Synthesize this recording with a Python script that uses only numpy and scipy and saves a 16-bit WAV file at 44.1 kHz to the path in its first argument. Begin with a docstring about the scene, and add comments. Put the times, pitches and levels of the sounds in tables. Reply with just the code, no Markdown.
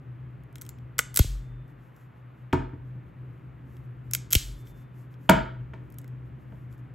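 """A workshop, close to a wooden bench. A spring-loaded wire stripper clicks, bites and snaps back:
bright steel cracks over ringing handles and jaws, then a thin spring tone and a clatter of loose parts.
It is laid down with a knock that rings the board. Snaps and knocks jolt the microphone stand, which
then sways. Fingers rustle on the cable, and a ventilation unit hums and rumbles under it all."""
import sys
import numpy as np
from scipy import signal
from scipy.fft import rfft, irfft, next_fast_len
from scipy.io import wavfile

SR = 44100
rng = np.random.default_rng(int(sys.argv[2]) if len(sys.argv) > 2 else 0)


def pcm_store(signal):
    """Save signal as 16-bit PCM."""
    levels = np.round(np.clip(np.atleast_2d(signal), -1, 1) * 32767)
    wavfile.write(sys.argv[1], SR, levels.astype(np.int16).T)


N = 306054
SIZE = next_fast_len(N + SR)
HZ = np.maximum(np.arange(SIZE // 2 + 1) * SR / SIZE, 1)

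# steel contacts: t/s, level/dB, handle ring/dB, jaw ring/dB (both rings against the crack)
CONTACTS = [(0.436, -60, -20, -19), (0.527, -57, -26, -30), (0.556, -39, -3.5, -0.5), (.582, -49, -7, 2),
            (0.613, -34.5, -14, -15), (0.6177, -31, -16, -16), (0.651, -47.5, -20, -6),
            (0.664, -44, -15, 0), (0.691, -32.5, -12.5, -15.5), (0.785, -62, -18, 8),
            (.9822, -23.5, -7, -14), (0.985, -27.5, -7.5, -3), (0.9899, -9, -1, -6),
            (1.1428, -30.5, -11, -13.5), (1.1517, -30.5, -25, -22.5), (1.159, -27, -20.5, -20),
            (1.1611, -14, -18.5, -21.5), (1.172, -7.5, -16, -19.5), (1.189, -25.5, -12.5, -16.5),
            (1.191, -9, -12, -11), (1.68, -66, -18, -17), (1.964, -56.5, -25, -16), (3.767, -59, -23, 5),
            (4.1114, -31, -13.5, -17), (4.1349, -11.5, -25.5, -20), (4.149, -14, -10, -6),
            (4.3057, -32.5, -20, -14.5), (4.3105, -28, -11, -16), (4.319, -27.5, -13.5, -4),
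            (4.326, -16, -23.5, -10.5), (4.3306, -6, -17.5, -8), (4.3438, -19.5, -14, -5.5),
            (4.3508, -6.5, -27, -1.5), (4.671, -58, -15, 9), (5.14, -71.5, -9.5, 18.5),
            (5.2953, -9, -8.5, -12), (5.902, -55, -14, -26), (5.923, -52, -24, -10),
            (5.942, -55.5, -22, -19), (5.985, -36, -28, -36), (6.015, -52, -17, -16),
            (6.043, -52.5, 8.5, -5), (6.078, -50.5, -19, -7), (6.726, -60, -14, 3),
            (6.779, -64, -23, -13.5)]
# ring of the handles and jaws: f/Hz, level/dB, t60/s
TOOL_MODES = [(464, -19.5, 0.025), (1230, -14.5, 0.0087), (1444, -6.5, 0.014), (2079, -7, 0.014),
              (2510, -10, 0.0039), (3210, -5, 0.0067), (3940, -7.5, 0.0022), (5430, -8, 0.0036),
              (6545, -15, 0.0034)]
# colour of the steel crack: f/Hz, level/dB
CRACK_EQ = [(900, -41), (1500, -19), (3000, -13), (5500, -8), (8000, -2.5), (10300, -5), (12200, 0.5),
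            (14200, -2), (15600, -4.5), (16300, -21.5)]
# tails of the snap-backs: t/s, spring tone/dB, clatter/dB
SNAP_BACKS = [(1.192, -47.5, -34), (4.351, -43, -31.5)]
# colour of the loose parts: f/Hz, level/dB
CLATTER_EQ = [(700, -30), (1500, -9), (2800, -2.5), (3200, 3.5), (3700, -1), (4100, 1), (5500, -2),
              (8000, -0.5), (12000, -6.5), (15600, -9.5), (16300, -26.5)]
# blows on the bench: t/s, level at 500 Hz/dB, tilt/(dB per octave), pitch the spot favours/Hz, crack/dB
BLOWS = [(2.527, -31.5, -3, 335, -32), (2.732, -60, -8, 341, -77), (2.952, -69.5, -9.5, 182, -74),
         (5.2915, -20, -1, 192.5, -19.5), (5.734, -57.5, -1, 163, -60), (6.521, -62, -5, 179, -87)]
# ring of the bench top: f/Hz, level/dB, t60/s
BENCH_MODES = [(63.5, -22, 0.89), (90.8, -4.5, 0.3), (128.3, -2.5, 0.27), (149.4, 3, 0.15),
               (185.6, 5, 0.11), (281.5, 11, 0.062), (302.8, -9, 0.12), (364.3, 7.5, 0.092), (451, 1, 0.1),
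               (480, 3, 0.015), (649, 7, 0.067), (676, -9, 0.015), (727, -10, 0.048), (923, 15.5, 0.024),
               (976, 1.5, 0.059), (1117, -2.5, 0.087), (1227, -13.5, 0.09), (1304, 0, 0.084),
               (1432, 1, 0.075), (1570, -0.5, 0.01), (1540, 21, 0.0023), (1864, 6.5, 0.011),
               (2340, 13, 0.0066), (2540, -5, 0.019), (3040, 13, 0.0028)]
# jolts running up the stand: t/s, bending wave/dB, sway/dB
STAND_JOLTS = [(.990, -45, -49.5), (1.193, -6, -58), (1.244, -24.5, -20.5), (2.532, -37, -30),
               (4.351, -12, -62.5), (4.41, -54, -28), (5.295, -38.5, -28)]
# finger strokes on the cable jacket: centre t/s, length/s, level/dB
STROKES = [(1.70, 0.085, -76.5), (1.85, .2, -77.5), (2.0, 0.21, -73.5), (2.18, .1, -82), (2.4, 0.19, -82),
           (2.88, 0.13, -84), (3.08, .08, -83), (3.35, 0.37, -85), (3.74, 0.25, -74), (3.85, 0.077, -80),
           (4.07, 0.11, -79), (4.6, 0.091, -65), (4.685, 0.11, -63), (4.79, 0.17, -70), (5.0, 0.19, -71),
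           (5.13, .08, -73), (5.25, 0.16, -71.5), (5.86, 0.12, -81.5), (6.27, 0.083, -81.5),
           (6.42, .1, -80), (6.57, 0.34, -78.5), (6.73, 0.085, -71), (6.79, .06, -75.5), (6.84, .06, -89)]
# colour of skin on plastic: f/Hz, level/dB
SKIN_EQ = [(2000, -32), (4000, -7), (7200, -2), (9500, -4.5), (12000, 4), (15600, -5.5), (16300, -23)]
# fader moves of the ventilation: t/s, rumble/dB, drone/dB, hum/dB
VENT_FADERS = [(0, -57.5, -51.5, -45.5), (1.2, -54.5, -52, -46.5), (1.75, -67.5, -53, -46),
               (1.9, -64, -55.5, -54.5), (2.5, -64, -56, -48), (2.7, -61, -52, -45), (3.5, -54, -52, -46.5),
               (4.2, -52.5, -50, -43.5), (5.0, -60, -52, -46.5), (5.8, -50.5, -50, -43.5),
               (6.5, -53, -50, -47), (6.94, -58, -51.5, -44.5)]
# colour of the deep rumble: f/Hz, level/dB
RUMBLE_EQ = [(25, -40.5), (40, -17.5), (55, 3), (68, 8.5), (85, 0.5), (100, -3.5), (150, -60)]
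# colour of the duct drone: f/Hz, level/dB
DRONE_EQ = [(60, -30), (110, 2), (150, 5), (200, -4.5), (284, -4), (400, -11), (600, -23), (900, -61.5)]
# colour of the rushing air: f/Hz, level/dB
RUSH_EQ = [(300, -19.5), (500, 1.5), (760, -1), (1300, -0.5), (1900, -3), (2800, -10.5), (4500, -27),
           (7000, -49.5), (16000, -49)]
# reverb time of the workshop: f/Hz, t60/s
ROOM_DECAY = [(100, 0.24), (300, 0.49), (700, 0.35), (1800, 0.46), (5000, 0.35), (12000, 0.06)]
# stereo width of diffuse sound: f/Hz, side against mid/dB
SIDE_EQ = [(60, -11.5), (110, -7.5), (200, -13), (380, -7), (700, 1), (1290, -0.5), (1900, -27.5),
           (2300, -41), (5000, -34.5)]
# lead of the left microphone port over the right: f/Hz, phase/rad
PORT_LEAD = [(0, 0), (2000, 0), (4200, -.5), (5700, .2), (7200, 0), (8250, .9), (8950, 2.9), (9900, 3.5),
             (11400, 5.8), (12100, 6.5), (14200, 9.4), (15500, 10.8), (17000, 12.5)]


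def stripper():
    """Each contact is a burst of tiny steel impacts: a crack, a weaker rattle and the body under it."""
    crack, body, t = np.zeros(N), np.zeros(N), np.arange(SR // 8) / SR
    crack_t60_s, rattle_db, rattle_t60_s = .0073, -20.5, .06
    hard_db, bounce_s, jaws_above_hz = -13, .0038, 2500
    body_lag_s = .0008   # the body takes up the blow just after the crack
    # hard contacts bounce once: softer, with more body in the balance
    bounces = [(s + bounce_s, db - 13, handles + 8, jaws + 8)
               for s, db, handles, jaws in CONTACTS if db > hard_db]
    envelope = (decay(t, crack_t60_s) + from_db(rattle_db) * decay(t, rattle_t60_s)) * attack(t, .00055)
    for s, level_db, handles_db, jaws_db in CONTACTS + bounces:
        burst = rng.choice([-1, 1], len(t)) * envelope
        add(crack, s, from_db(level_db) * peak_one(burst))
        for lag, (hz, db, t60) in zip(rng.uniform(0, .0006, len(TOOL_MODES)), TOOL_MODES):
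            part_db = jaws_db if hz > jaws_above_hz else handles_db
            ring = struck(t, hz, t60, rise_s=.00039)
            add(body, s + body_lag_s + lag, from_db(level_db + part_db + db) * ring)
    return coloured(crack, CRACK_EQ), body


def spring():
    """After a snap-back the return spring takes up a thin tone while the loose parts clatter out."""
    tone, clatter, t = np.zeros(N), np.zeros(N), np.arange(SR) / SR
    spring_hz = 3550
    ring = np.sin(2 * np.pi * spring_hz * t) * attack(t, rise_s=.42) * decay(t, t60_s=.85)
    for s, tone_db, clatter_db in SNAP_BACKS:
        add(tone, s, from_db(tone_db) * ring)
        add(clatter, s, from_db(clatter_db) * decay(t, t60_s=.4) * rng.standard_normal(SR))
    return tone + coloured(clatter, CLATTER_EQ)


def bench():
    """A blow spreads through the board, reaching its modes within milliseconds; above them it cracks."""
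    modes, noise, t = np.zeros(N), np.zeros(N), np.arange(SR // 2) / SR
    highs = signal.butter(2, 2600, "high", fs=SR, output="sos")
    board = signal.butter(2, (160, 2930), "band", fs=SR, output="sos")
    onset, wash_db = attack(t, rise_s=.0026), 10
    bins_hz = np.maximum(np.arange(len(t) // 2 + 1) * 2, 50)
    for s, level_db, tilt, spot_hz, crack_db in BLOWS:
        crack = signal.sosfilt(highs, onset * decay(t, t60_s=.047) * rng.choice([-1, 1], len(t)))
        crack = signal.lfilter([1], [1, -.7], crack)   # wood dulls the top
        add(noise, s, from_db(crack_db) * peak_one(crack))
        # the board's countless small modes blur into a wash of dying noise
        wash = signal.sosfilt(board, rng.standard_normal(len(t)))
        wash = irfft(rfft(wash) * blow_colour(bins_hz, tilt, spot_hz), len(t))
        add(noise, s, from_db(level_db + wash_db) * wash * onset * decay(t, t60_s=.11))
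        for lag, (hz, db, t60) in zip(rng.uniform(0, .0057, len(BENCH_MODES)), BENCH_MODES):
            gain = from_db(level_db + db) * blow_colour(hz, tilt, spot_hz)
            add(modes, s + lag, gain * struck(t, hz, t60, rise_s=.0013))
    return modes, noise


def blow_colour(hz, tilt, spot_hz):
    """Gain of a blow by pitch: a tilt, rippled as the struck spot favours groups of low modes."""
    ripple_db, spacing_octaves, fade_hz = 7.5, 1.69, 650
    ripple = np.cos(2 * np.pi * np.log2(hz / spot_hz) / spacing_octaves) / (1 + (hz / fade_hz) ** 2)
    return from_db(tilt * np.log2(hz / 500) + ripple_db * ripple)


def stand():
    """A bending wave brings its highs first, so its pitch falls; two close sway modes then beat."""
    out, t = np.zeros(N), np.arange(1, SR) / SR
    sway_hz, beat_hz = 47.4, 4.5
    chirp = np.cos(2 * np.pi * np.log(t / .0026) / np.log(2.38))
    thump = np.exp(-(np.log(t / .016) / .41) ** 2)
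    leading_edge = .33 * np.exp(-(np.log(t / .004) / 1.1) ** 2)
    wave = chirp * (thump + leading_edge)
    sway = np.cos(2 * np.pi * sway_hz * t) * np.sin(np.pi * beat_hz * t) * decay(t, t60_s=.95)
    for s, wave_db, sway_db in STAND_JOLTS:
        add(out, s, from_db(wave_db) * wave + from_db(sway_db) * sway)
    return out


def fingers():
    """Skin slides on plastic: swells of fine bright grains over the faint hiss of the microphone."""
    grains = rng.standard_normal(N)
    grains *= from_db(1.1 * np.repeat(rng.standard_normal(N // 64 + 1), 64)[:N])
    pressure = np.zeros(N)
    for s, length, db in STROKES:
        add(pressure, s - length / 2, from_db(db) * np.hanning(round(length * SR)))
    hiss = from_db(-86) * rng.standard_normal(N)
    return coloured(pressure * grains + hiss, SKIN_EQ)


def ventilation():
    """A hum that beats with narrow noise, over deep rumble, duct drone and a steady rush of air."""
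    hum_hz, flutter_hz, flutter_width_hz, flutter_db = 125, 124.3, 12, -2.5
    t = np.arange(N) / SR
    times, *faders = np.transpose(VENT_FADERS)
    rumble_db, drone_db, hum_db = [np.interp(t, times, fader) for fader in faders]
    flutter_band = np.exp(-((HZ - flutter_hz) / flutter_width_hz) ** 2)
    flutter = filtered(rng.standard_normal(SIZE), flutter_band)
    tone = np.sqrt(2) * np.sin(2 * np.pi * hum_hz * t)
    hum = from_db(hum_db) * (tone + from_db(flutter_db) * flutter / flutter.std())
    rumble = from_db(rumble_db) * coloured(rng.standard_normal((2, N)), RUMBLE_EQ)
    drone = from_db(drone_db) * coloured(rng.standard_normal((2, N)), DRONE_EQ)
    rush = from_db(-63) * coloured(rng.standard_normal((2, N)), RUSH_EQ)
    return hum + diffuse(*(rumble + drone + rush))


def workshop(send):
    """Dense reflections build up in milliseconds and die away octave by octave."""
    t, edges_hz, tail = np.arange(SR) / SR, 70 * 2. 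** np.arange(9), 0
    for low, high in zip(edges_hz, edges_hz[1:]):
        octave = signal.butter(2, [low, high], "band", fs=SR, output="sos")
        band = signal.sosfilt(octave, rng.standard_normal((2, SR)))
        tail = tail + band * decay(t, at_hz(ROOM_DECAY, np.sqrt(low * high)))
    tail *= attack(t, rise_s=.007)
    tail /= np.sqrt(np.sum(tail[0] ** 2))
    return diffuse(*filtered(send, rfft(tail, SIZE)))


def from_db(db):
    """Decibels to gain."""
    return 10 ** (np.asarray(db) / 20)


def attack(t, rise_s):
    """A curved fade-in that holds at 1."""
    return np.minimum(t / rise_s, 1) ** 2


def decay(t, t60_s):
    """A fade that loses 60 dB every t60_s."""
    return from_db(-60 * t / t60_s)


def peak_one(x):
    """Scaled to a peak of 1."""
    return x / np.abs(x).max()


def struck(t, hz, t60_s, rise_s):
    """A mode that swells during the contact and rings out; peak 1."""
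    return peak_one(np.sin(2 * np.pi * hz * t) * decay(t, t60_s) * (1 - np.exp(-t / rise_s)) ** 2)


def add(out, s, sound):
    """Mixes a short sound in at s seconds."""
    i = round(s * SR)
    out[i:i + len(sound)] += sound[:N - i]


def at_hz(points, hz):
    """Reads a curve on a log-frequency axis."""
    points_hz, values = np.transpose(points)
    return np.interp(np.log(hz), np.log(points_hz), values)


def filtered(x, response):
    """The sound through a frequency response given on HZ."""
    return irfft(rfft(x, SIZE) * response, SIZE)[..., :N]


def coloured(x, eq):
    """An EQ, trimmed so that white noise keeps its power."""
    gain = from_db(at_hz(eq, HZ))
    return filtered(x, gain / np.sqrt(np.mean(gain ** 2)))


def diffuse(mid, side):
    """Spreads two unrelated sounds into left and right."""
    side = filtered(side, from_db(at_hz(SIDE_EQ, HZ)))
    return np.array([mid + side, mid - side])


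def scene():
    """Tool and bench up front with their reverb; stand and ventilation sit a little to the left."""
    crack, body = stripper()
    wood_ring, wood_noise = bench()
    send = crack + from_db(-6.5) * body + from_db(6) * wood_ring + from_db(8) * wood_noise
    room = from_db(-17) * workshop(send)
    centre = crack + body + spring() + wood_ring + wood_noise + fingers()
    pan_left = from_db([[.6], [-.6]])
    return centre + room + pan_left * (stand() + ventilation())


def record(dry):
    """The two microphone ports shift the treble's phase apart; peaks are rounded, the top is cut."""
    ceiling, cutoff_hz = .74, 17100
    phase = np.interp(HZ, *np.transpose(PORT_LEAD)) * np.array([[.5], [-.5]])
    rounded = ceiling * np.tanh(filtered(dry, np.exp(1j * phase)) / ceiling)
    return signal.sosfilt(signal.cheby2(16, 80, cutoff_hz, fs=SR, output="sos"), rounded)


dry = scene()
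out = record(dry)
pcm_store(out)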